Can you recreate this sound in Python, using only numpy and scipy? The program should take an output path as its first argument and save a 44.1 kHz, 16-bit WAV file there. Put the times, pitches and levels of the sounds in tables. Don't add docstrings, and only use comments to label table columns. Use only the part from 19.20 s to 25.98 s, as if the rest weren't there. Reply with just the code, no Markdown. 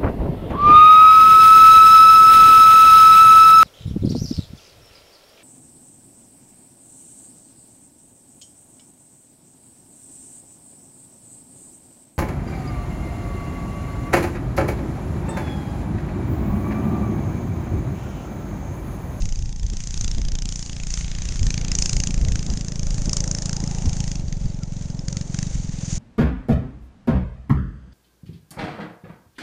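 import sys
import numpy as np
from scipy import signal
from scipy.fft import rfft, irfft
from scipy.io import wavfile
from scipy.ndimage import uniform_filter1d

SR = 44100
rng = np.random.default_rng(int(sys.argv[2]) if len(sys.argv) > 2 else 0)


def wrap_up_sound(samples):
    columns = np.atleast_2d(samples).T
    tamed = np.clip(columns, -1, 1)
    steps = np.round(tamed * 32767).astype(np.int16)
    wavfile.write(sys.argv[1], SR, steps)


N = 299129
TIME = np.arange(N) / SR

# t/s, f/Hz
FIRING_RATE = [(0.0, 28.21), (0.17, 30.3), (0.3, 28.79), (1.24, 29.33), (1.9, 28.31), (2.08, 29.37),
               (2.28, 26.42), (2.44, 29.08), (2.73, 27.47), (2.78, 28.62), (3.86, 26.39), (4.0, 27.73),
               (4.84, 27.31), (5.04, 23.09), (5.89, 21.91), (5.95, 24.21), (6.15, 21.64), (6.22, 25.86),
               (6.38, 21.5), (6.78, 21.13)]
# opening t/s, fully shut t/s
THROTTLE_OPEN = [(0, 5.02), (5.86, 6.065), (6.12, 6.3)]
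# t/s, thump level/dB, spit level/dB
ODD_FIRINGS = [(5.039, -4.5, -12), (5.083, 1, 6.5), (5.127, 1.5, 13), (5.434, 0.5, 6), (5.478, -5, -8),
               (5.567, 0.5, 3), (5.79, 1.5, 5), (5.841, -4.5, -15), (6.056, -7, -8), (6.19, 2, 2.5),
               (6.308, -3.5, -6), (6.73, 2.5, 4)]
# t/s, level/dB
THUMP_LEVEL = [(0, -27.5), (1.2, -26), (2.18, -24), (2.3, -18.5), (3.3, -18.5), (4.7, -16), (5.6, -16),
               (6.2, -15), (6.78, -15)]
# f/Hz, width/Hz, level/dB
SILENCER_MODES = [(138.2, 61, 5), (172.2, 36.4, -3), (256, 19, -8.5)]
# t/s, level/dB, brightness/dB
SPIT_LEVEL = [(0.02, -36, 2.5), (0.31, -41, 2), (0.86, -31, 1.5), (0.97, -32.5, -3), (1.36, -31, 2.5),
              (1.6, -32.5, -5.5), (1.73, -29, 5), (1.81, -30.5, -8), (2.21, -33.5, 3), (2.27, -24.0, -4),
              (2.47, -29.5, -3), (2.54, -23.5, 7), (2.86, -26.5, 3.0), (2.99, -35, -2.5), (3.14, -25.5, 1),
              (3.19, -33.5, 1), (3.86, -35, 4.5), (3.94, -24, 10), (4.01, -33, 8.5), (4.24, -30.5, 7),
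              (4.51, -36.5, 3), (4.96, -31, 1.5)]
# f/Hz, level/dB
RASP_SPECTRUM = [(300, -1), (600, -1), (1100, -4.5), (2000, -1), (3400, 3), (4200, 2.5), (5200, -26),
                 (8000, -39)]
SIZZLE_SPECTRUM = [(3000, -55.5), (4200, -3.5), (5000, 5.5), (5600, -3), (6400, -2.5), (7400, 2.5),
                   (9000, -0.5), (10500, -2)]
# t/s, f/Hz
BARK_PITCH = [(0, 2140), (.4, 3200), (1.3, 3570), (1.9, 2150), (3.25, 2770), (3.55, 1800), (4.25, 1450),
              (4.7, 2400), (5.6, 2050)]
# f/Hz, width/Hz, level/dB
PIPE_MODE = (4860, 400, -9.5)
# f/Hz, width/Hz
DRONE_MODES = [(565, 135), (810, 260)]
# t/s, lower mode level/dB, upper mode level/dB
DRONE_LEVEL = [(0, -65.5, -58.5), (2.2, -66.5, -61), (2.8, -51, -52), (3.2, -58, -70), (4.0, -46, -54),
               (4.6, -54.5, -45), (5.1, -53.5, -58), (6.78, -55, -59)]
# t/s, swish level/dB, hiss level/dB
GRASS_LEVEL = [(0.04, -58.5, -60.5), (0.41, -60, -64.5), (0.84, -52.5, -53.5), (1.07, -56, -64),
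               (1.44, -56, -54), (1.64, -55, -59), (1.78, -49, -48), (1.93, -52.5, -60.5),
               (2.29, -52, -52.5), (2.5, -49.5, -60), (2.61, -50.5, -46.5), (3.04, -56.5, -59),
               (4.17, -53.5, -53.5), (4.47, -53.5, -56.5), (4.93, -52, -52.5), (5.04, -57.5, -63),
               (5.85, -59.5, -62), (6.1, -54, -56), (6.55, -51.5, -55), (6.75, -49, -48)]
# f/Hz, level/dB
SWISH_SPECTRUM = [(500, -20.5), (1000, -7), (2000, -2), (3000, -3.5), (4000, -2), (5200, -16.5),
                  (8000, -38)]
HISS_SPECTRUM = [(3000, -39), (4400, 4.5), (5300, -3), (6400, -2), (7400, 5), (8400, 3.5), (9000, 2),
                 (10500, -4)]
# t/s, level/dB
ROAR_LEVEL = [(0, -54.5), (0.8, -54), (2.0, -48.5), (2.25, -46), (2.8, -42.5), (3.3, -43.5), (4.55, -43),
              (5.0, -48), (6.78, -45.5)]
# f/Hz, level/dB
ROAR_SPECTRUM = [(100, -5), (250, 5.5), (400, 1), (500, -3), (750, -6), (1000, -13.5), (1800, -20),
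                 (4000, -57)]
# t/s, level/dB
WIND_LEVEL = [(0.02, -23), (0.62, -23.5), (1.05, -20.5), (1.34, -28), (2.89, -25.0), (3.0, -19),
              (3.52, -31.5), (3.69, -22.5), (4.18, -26.5), (4.69, -25.5), (5.73, -33.5), (6.56, -28.5),
              (6.65, -35), (6.76, -27)]
# f/Hz, level/dB
WIND_SPECTRUM = [(5, -10.5), (13, 3), (28, 3.5), (55, -5), (90, -11), (150, -19), (250, -36), (500, -43.5),
                 (1500, -64)]
# t/s, level/dB, duration/s, flutter level against the
# buffet/dB
BUFFETS = [(0.444, -19, 0.042, -28), (0.536, -26.5, 0.032, -3.5), (0.845, -13, 0.028, -31),
           (0.987, -23, 0.029, -3.5), (1.139, -20, 0.02, -24), (1.257, -23, 0.024, -14),
           (2.234, -14, 0.068, -30), (2.285, -19.5, 0.073, -14.5), (2.77, -16.5, 0.094, -25),
           (2.893, -21, 0.016, -5), (3.016, -18, 0.037, -15), (3.083, -15.5, 0.11, -19),
           (3.309, -19.5, 0.082, -8), (3.881, -14, 0.019, -6.5), (4.434, -25.5, 0.017, 5),
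           (4.5, -20, 0.028, -30), (4.671, -13, 0.047, -15), (5.254, -16.5, 0.045, -35),
           (5.914, -26, .05, -26), (6.364, -20, .05, -25)]
# f/Hz, level/dB
BUFFET_SPECTRUM = [(15, -3), (40, 6.5), (90, -4.5), (170, -19), (300, -33), (600, -42.5), (1500, -77.5)]
FLUTTER_SPECTRUM = [(100, -11), (220, 9), (330, -6), (500, -14), (900, -23.5), (1600, -32.5), (3000, -55)]
# t/s, f/Hz, level/dB, duration/s
SQUEAKS = [(5.42, 1350, -53, 0.05), (5.972, 1330, -55, 0.062)]
# f/Hz, gain/dB
MIC_RESPONSE = [(4200, -1.5), (5050, 6.5), (5500, 12), (6300, 18), (7100, 9.5), (8000, -5), (8700, -2),
                (9500, -9), (10300, -28.5)]


def amp(db):
    return 10 ** (np.asarray(db) / 20)


def curve(rows, s, column=1):
    columns = np.transpose(rows)
    return np.interp(s, columns[0], columns[column])


def response(spectrum):
    hz, db = np.transpose(spectrum)
    return amp(np.interp(np.log(np.fft.rfftfreq(N, 1 / SR) + 1), np.log(hz + 1), db))


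def colour(x, spectrum):
    gain = response(spectrum)
    return irfft(rfft(x) * gain / np.sqrt(np.mean(gain ** 2)), N)


def noise(spectrum):
    return colour(rng.standard_normal(N), spectrum)


def eddies(spectrum, steady_s=0.074):
    pressure = noise(spectrum)
    power = uniform_filter1d(pressure ** 2, int(steady_s * SR))
    return pressure / np.sqrt(power + 0.049)


def wander(corner_hz):
    rolloff = 1 + (np.fft.rfftfreq(N, 1 / SR) / corner_hz) ** 4
    drift = irfft(rfft(rng.standard_normal(N)) / rolloff, N)
    return drift / drift.std()


def swell(s, duration_s):
    return np.exp(-(2 * (TIME - s) / duration_s) ** 2)


def resonate(x, hz, width_hz):
    carrier = np.exp(2j * np.pi * np.cumsum(hz * np.ones(N)) / SR)
    r = np.exp(-np.pi * width_hz / SR)
    baseband = signal.lfilter([1], [1, -2 * r, r * r], x / carrier)
    return np.sqrt(2 * (1 - r * r) ** 3 / (1 + r * r)) * (carrier * baseband).real


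def firing_times():
    cycles = np.cumsum(curve(FIRING_RATE, TIME)) / SR + .4
    return np.interp(np.arange(1, int(cycles[-1]) + 1), cycles, TIME)


def exhaust_thumps(at, strength_db, puff_s=0.0057, lead_s=0.00092):
    t = np.arange(SR // 16) / SR
    puff = np.sin(np.pi * np.minimum(t / puff_s, 1)) ** 2
    ring = sum(amp(db) * np.exp(-np.pi * width * t) * np.cos(2 * np.pi * hz * t)
               for hz, width, db in SILENCER_MODES)
    thump = signal.fftconvolve(puff, ring)[:len(t)]
    impulses = np.zeros(N)
    start = np.clip((at - lead_s - puff_s / 2) * SR, 0, N - 1).astype(int)
    impulses[start] = amp(curve(THUMP_LEVEL, at) + strength_db)
    return signal.fftconvolve(impulses, thump / abs(thump).max())[:N]


def exhaust_spits(at, strength_db, tilt_db, ring_db, rise_s=0.0011, fall_s=0.0022,
                  scatter_db=-23, scatter_s=0.045, cruise_hz=28):
    nearest = np.searchsorted((at[1:] + at[:-1]) / 2, TIME)
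    age = TIME - at[nearest]
    burst = np.exp(-(age / np.where(age < 0, rise_s, fall_s)) ** 2)
    tail = amp(scatter_db) * (age > 0) * np.exp(-abs(age) / scatter_s)
    jet = (burst + tail) * amp(curve(SPIT_LEVEL, at) + strength_db)[nearest]
    rasp = amp(-2.5) * colour(jet * rng.standard_normal(N), RASP_SPECTRUM)
    brightness = amp(curve(SPIT_LEVEL, at, column=2) + tilt_db - 1.5)[nearest]
    sizzle = jet * brightness * eddies(SIZZLE_SPECTRUM, steady_s=0.0025)
    bark_hz = curve(BARK_PITCH, at) * np.exp(0.15 * rng.standard_normal(len(at)))
    bark = amp(-5) * resonate(jet * rng.standard_normal(N), bark_hz[nearest], width_hz=1000)
    hz, width, db = PIPE_MODE
    cooling = (curve(FIRING_RATE, TIME) / cruise_hz) ** 0.2
    detuning = np.exp(0.048 * rng.standard_normal(len(at)))[nearest]
    drive = jet * np.sqrt(brightness) * rng.standard_normal(N)
    ring = amp(db + ring_db)[nearest] * resonate(drive, hz * cooling * detuning, width)
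    return rasp + sizzle + bark + ring


def engine(closing_s=.075):
    at = firing_times()
    burn, tint = rng.standard_normal((len(at), 2)).T
    shut = 1 - sum((at >= opens) * np.clip((shuts - at) / closing_s, 0, 1)
                   for opens, shuts in THROTTLE_OPEN)
    thump_db = 1.14 * burn - 2 * shut
    spit_db = burn - 16 * shut
    tilt_db = 0.55 * tint - 1.5 * shut
    for s, extra_thump_db, extra_spit_db in ODD_FIRINGS:
        firing = np.argmin(abs(at - s))
        thump_db[firing] += extra_thump_db
        spit_db[firing] += extra_spit_db
    return exhaust_thumps(at, thump_db) + exhaust_spits(at, spit_db, tilt_db, ring_db=7 * shut)


def drone():
    return sum(amp(curve(DRONE_LEVEL, TIME, column)) * resonate(rng.standard_normal(N), hz, width)
               for column, (hz, width) in enumerate(DRONE_MODES, start=1))


def grass(flutter_db=2.0, sway_db=1.07):
    swish = amp(curve(GRASS_LEVEL, TIME) + 2.5) * noise(SWISH_SPECTRUM)
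    hiss = amp(curve(GRASS_LEVEL, TIME, column=2) + 5.5) * noise(HISS_SPECTRUM)
    return (swish + hiss) * amp(flutter_db * wander(corner_hz=64) + sway_db * wander(corner_hz=3.7))


def roar(gain_db=1, waver_db=1.5):
    level_db = curve(ROAR_LEVEL, TIME) + gain_db + waver_db * wander(corner_hz=4.3)
    return amp(level_db) * noise(ROAR_SPECTRUM)


def wind_rumble(gain_db=2.24, gust_db=2.04):
    level_db = curve(WIND_LEVEL, TIME) + gain_db + gust_db * wander(corner_hz=3.4)
    return amp(level_db) * eddies(WIND_SPECTRUM)


def wind_buffets():
    thud = sum(amp(db) * swell(s, duration) for s, db, duration, _ in BUFFETS)
    flutter = sum(amp(db + flutter_db) * swell(s, duration) for s, db, duration, flutter_db in BUFFETS)
    return thud * eddies(BUFFET_SPECTRUM) + amp(-1) * flutter * eddies(FLUTTER_SPECTRUM)


def squeaks():
    return sum(amp(db) * swell(s, duration) * resonate(rng.standard_normal(N), hz, width_hz=120)
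               for s, hz, db, duration in SQUEAKS)


def scene():
    return (engine() + drone() + grass() + roar() + wind_rumble() + wind_buffets() + squeaks())[None]


def record(dry, fade_s=0.0012, ceiling=.58, cutoff_hz=10331):
    faded = dry * np.clip(np.minimum(TIME, TIME[::-1]) / fade_s, 0, 1)
    coloured = irfft(rfft(faded, axis=1) * response(MIC_RESPONSE), N, axis=1)
    saturated = coloured / (1 + (coloured / ceiling) ** 6) ** (1 / 6)
    low_pass = signal.firwin(511, cutoff_hz, window=("kaiser", 9), fs=SR)
    return signal.oaconvolve(saturated, low_pass[None], "same", axes=1)


dry = scene()
out = record(dry)
wrap_up_sound(out)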